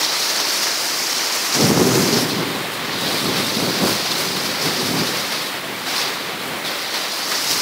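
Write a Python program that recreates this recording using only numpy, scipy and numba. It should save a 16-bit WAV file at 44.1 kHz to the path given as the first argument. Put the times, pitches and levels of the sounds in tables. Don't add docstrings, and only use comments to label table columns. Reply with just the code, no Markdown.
import sys
import numpy as np
from scipy import signal
from scipy.fft import rfft, irfft, next_fast_len
from scipy.io import wavfile
from scipy.ndimage import uniform_filter1d
from numba import njit

SR = 44100
rng = np.random.default_rng(int(sys.argv[2]) if len(sys.argv) > 2 else 0)


def put_to_file(sound):
    columns = np.atleast_2d(sound).T
    safe = np.clip(columns, -1, 1)
    whole_steps = np.round(safe * 32767)
    wavfile.write(sys.argv[1], SR, whole_steps.astype(np.int16))


N = 335601
T = np.arange(N) / SR

# time in seconds, relative level in dB.
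STREAM_LEVELS = [(0.0, -21.5), (0.08, -21.5), (1.53, -23), (1.55, -19), (1.72, -23.5), (2.23, -22),
                 (2.27, -31), (2.29, -25.5), (2.71, -37), (3.07, -24.5), (4.3, -24), (4.58, -27),
                 (4.68, -23), (4.72, -24.5), (5.38, -27.5), (5.7, -42.5), (6.0, -21), (6.1, -29.5),
                 (6.61, -43), (6.65, -31), (6.91, -28), (6.95, -28), (7.0, -28.5), (7.61, -20.5)]
# time in seconds, nominal centre of the hiss in Hz.
STREAM_BRIGHTNESS = [(0.0, 4840), (0.08, 4600), (1.1, 5070), (1.17, 4820), (2.01, 5200), (2.46, 3790),
                     (3.94, 4400), (5.24, 4440), (5.68, 3660), (5.95, 4440), (6.4, 3660), (7.61, 4860)]
# peak time in seconds, relative peak in dB, fade in seconds.
CLUMP_SLAPS = [(0.011, -20.5, .15), (0.356, -21, 0.023), (0.399, -19, 0.0078), (0.67, -20.5, 0.057),
               (0.938, -24, 0.01), (1.271, -20, .03), (1.548, -22, 0.078), (1.95, -23, 0.045),
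               (3.06, -22.5, 0.13), (3.36, -21, 0.15), (3.87, -18, 0.085), (4.654, -20, 0.057),
               (4.99, -19, 0.057), (5.32, -20.5, 0.082), (5.865, -21, 0.094), (6.004, -18, 0.027),
               (6.651, -22, 0.15), (6.939, -18.5, 0.086), (7.317, -17.5, 0.048), (7.512, -24, 0.029)]
# frequency in Hz, relative level in dB.
SPRAY_SPECTRUM = [(40, -48), (200, -38), (900, -3.5), (2000, 3.5), (2900, 8.5), (5500, -6), (7500, 5),
                  (9500, 5), (12500, 3), (15500, 1)]
# peak time in seconds, relative peak in dB, rise and fade in seconds.
AWNING_GOUTS = [(1.62, -12.5, 0.03, 0.1), (1.70, -17, .02, .15), (1.80, -13, 0.028, 0.19),
                (1.97, -18, 0.045, 0.15), (2.14, -18, 0.044, 0.18), (2.38, -24, 0.074, 0.25),
                (3.12, -25.5, 0.3, 0.23), (3.28, -21, 0.046, 0.086), (3.39, -22.5, 0.028, 0.088),
                (3.631, -19, 0.081, 0.12), (3.84, -15.5, 0.037, 0.038), (3.89, -22, 0.022, 0.097),
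                (4.3, -29, 0.47, 0.63), (4.66, -21.5, 0.025, .06), (4.80, -24.5, 0.045, 0.35),
                (4.99, -22.5, .09, 0.072), (5.72, -34.5, .15, 0.13), (6.5, -32.5, 0.5, 0.23),
                (7.55, -35, .2, .2)]
# frequency in Hz, bandwidth in Hz, relative level in dB.
SHEET_MODES = [(253, 12.6, -11), (394.5, 26, -11)]
# frequency in Hz, relative level in dB.
THUD_SPECTRUM = [(25, -31), (55, -25.5), (85, -14), (115, -4), (180, 2), (250, -0.5), (385, -2),
                 (520, -6.5), (700, -13.5), (1100, -21), (2500, -35), (6000, -32.5)]
SMACK_SPECTRUM = [(100, -28), (500, -1), (800, 6), (1400, -1.5), (3000, -24)]
# time in seconds, relative level in dB.
RAIN_LEVELS = [(0.0, -29), (5.28, -29), (5.77, -31.5), (6.02, -27), (6.15, -30), (7.46, -30.5),
               (7.61, -28.5)]
# frequency in Hz, relative level in dB.
RAIN_SPECTRUM = [(20, -60), (60, -36), (120, -17.5), (200, -9.5), (320, -0.5), (680, -2.5), (1080, -0.36),
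                 (1600, -1.5), (2100, -.5), (2800, -4), (4200, -6.5), (6500, -15.5), (10000, -22.5),
                 (15500, -18.5)]


def splash(strength, slap_power):
    centre_hz, = curves(STREAM_BRIGHTNESS)
    flow = clumps(rate=80, fade_s=.016, depth=.3)
    fizz = bubbles(low_hz=2796, high_hz=15630, cycles=180, glide=0.077, spread_db=-1.0, count=9000)
    hiss = (drops(rate=12000, spread_db=2.4) + undb(-7) * fizz) * flow
    hiss_hz = 1.044 * centre_hz
    for _ in range(4):
        hiss = resonate(hiss, hiss_hz, width_hz=hiss_hz)
    crackle = (drops(rate=9000, spread_db=2.0) + undb(-16.5) * fizz) * flow
    spray = colour(crackle, SPRAY_SPECTRUM)
    hiss_level = np.sqrt((undb(-23.5) * strength) ** 2 + undb(-7.5) ** 2 * slap_power)
    thrown = undb(-30.2) * strength * (centre_hz / 4600) ** 1.7
    mist = undb(-39)
    spray_level = np.sqrt(thrown ** 2 + mist ** 2 + undb(-12) ** 2 * slap_power)
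    return unit(hiss) * hiss_level + spray * spray_level * undb(1.45 * walk(18))


def clumps(rate, fade_s, depth):
    landings = (rng.random(N) < rate / SR) * rng.exponential(size=N)
    surge = signal.lfilter([1], [1, -np.exp(-1 / (fade_s * SR))], landings)
    return unit(np.sqrt(1 + depth * surge))


def burst(peak_s, peak_db, rise_s, fade_s):
    age = T - peak_s
    time_constant = np.where(age < 0, rise_s, fade_s)
    return undb(peak_db) ** 2 * np.exp(-2 * np.minimum(np.abs(age) / time_constant, 20))


def awning():
    patter_power = undb(-45.5) ** 2
    level_db = 10 * np.log10(patter_power + sum(burst(*gout) for gout in AWNING_GOUTS))
    impacts = drops(rate=1800, spread_db=2.5) * undb(0.16 * walk(24.47))
    thuds = colour(impacts, THUD_SPECTRUM)
    modes = np.zeros(N)
    for hz, width_hz, db in SHEET_MODES:
        drive = drops(rate=1800, spread_db=5.5)
        ring = resonate(drive, np.full(N, float(hz)), np.full(N, float(width_hz)))
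        modes += undb(db) * unit(ring)
    smack = colour(drops(rate=660, spread_db=4.5), SMACK_SPECTRUM)
    return (thuds + modes) * undb(level_db - 0.5) + smack * undb(1.1 * level_db - 11.5)


def rain(strength, slap_power):
    level_db, = curves(RAIN_LEVELS)
    downpour = undb(level_db - 0.58 + 0.12 * walk(8.3))
    level = np.sqrt(downpour ** 2 + (undb(-39) * strength) ** 2 + undb(-9) ** 2 * slap_power)
    wash = drops(rate=14000, spread_db=2.0) * undb(0.73 * walk(22))
    plinks = bubbles(low_hz=494.7, high_hz=4364, cycles=33, glide=0.099, spread_db=8.5, count=2200)
    return level * (undb(3.5) * colour(wash, RAIN_SPECTRUM) + undb(-6.0) * colour(plinks, RAIN_SPECTRUM))


def drops(rate, spread_db):
    lands = rng.random(N) < rate / SR
    size = undb(spread_db * np.minimum(rng.exponential(size=N), 6))
    return unit(lands * size * np.sign(rng.standard_normal(N)))


def bubbles(low_hz, high_hz, cycles, glide, spread_db, count):
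    out = np.zeros(N + SR)
    for when, pitch, size in rng.random((count, 3)):
        hz = low_hz * (high_hz / low_hz) ** pitch
        age = np.arange(int(cycles * SR / hz)) * hz / (cycles * SR)
        phase = 2 * np.pi * cycles * age * (1 + glide * age / 2)
        ring = np.sin(phase) * np.exp(-np.log(100) * age)
        start = int(when * N)
        out[start:start + len(ring)] += ring * undb(spread_db * size)
    return unit(out[:N])


def colour(x, spectrum):
    size = next_fast_len(N) * 2
    hz, db = np.transpose(spectrum)
    bin_hz = np.arange(size // 2 + 1) * SR / size
    log_gain = np.log(undb(np.interp(np.log(bin_hz + 1), np.log(hz), db)))
    cepstrum = irfft(log_gain)[:size // 2]
    response = np.exp(2 * rfft(cepstrum, size))
    return unit(irfft(rfft(x, size) * response)[:N])


@njit
def resonate(x, hz, width_hz):
    y, band_state, low_state = np.empty(len(x)), 0., 0.
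    for i in range(len(x)):
        tuning, damping = np.tan(np.pi * hz[i] / SR), width_hz[i] / hz[i]
        band = (band_state + tuning * (x[i] - low_state)) / (1 + tuning * (tuning + damping))
        band_state = 2 * band - band_state
        low_state += 2 * tuning * band
        y[i] = damping * band
    return y


def walk(rate):
    hold = max(int(SR / rate), 1)
    steps = rng.standard_normal(N)[np.arange(N) // hold]
    return unit(uniform_filter1d(uniform_filter1d(steps, hold), hold))


def curves(rows):
    times, *columns = np.transpose(rows)
    return [np.interp(T, times, column) for column in columns]


def undb(db):
    return 10 ** (np.asarray(db) / 20)


def unit(x):
    return x / np.sqrt(np.mean(x ** 2))


def scene():
    stream_db, = curves(STREAM_LEVELS)
    full_stream_db, slap_rise_s = -23, 0.0036
    strength = undb(stream_db - full_stream_db)
    slap_power = sum(burst(peak_s, db, slap_rise_s, fade_s) for peak_s, db, fade_s in CLUMP_SLAPS)
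    mono = rain(strength, slap_power) + splash(strength, slap_power) + awning()
    return np.tile(mono, (2, 1))


def record(dry):
    bottom_hz, top_hz, ceiling = 18, 15700, .8
    thin = signal.sosfilt(signal.butter(1, bottom_hz, "high", fs=SR, output="sos"), dry)
    rounded = thin / (1 + (thin / ceiling) ** 4) ** (1 / 4)
    return signal.sosfilt(signal.ellip(14, .1, 90, top_hz, fs=SR, output="sos"), rounded)


dry = scene()
out = record(dry)
put_to_file(out)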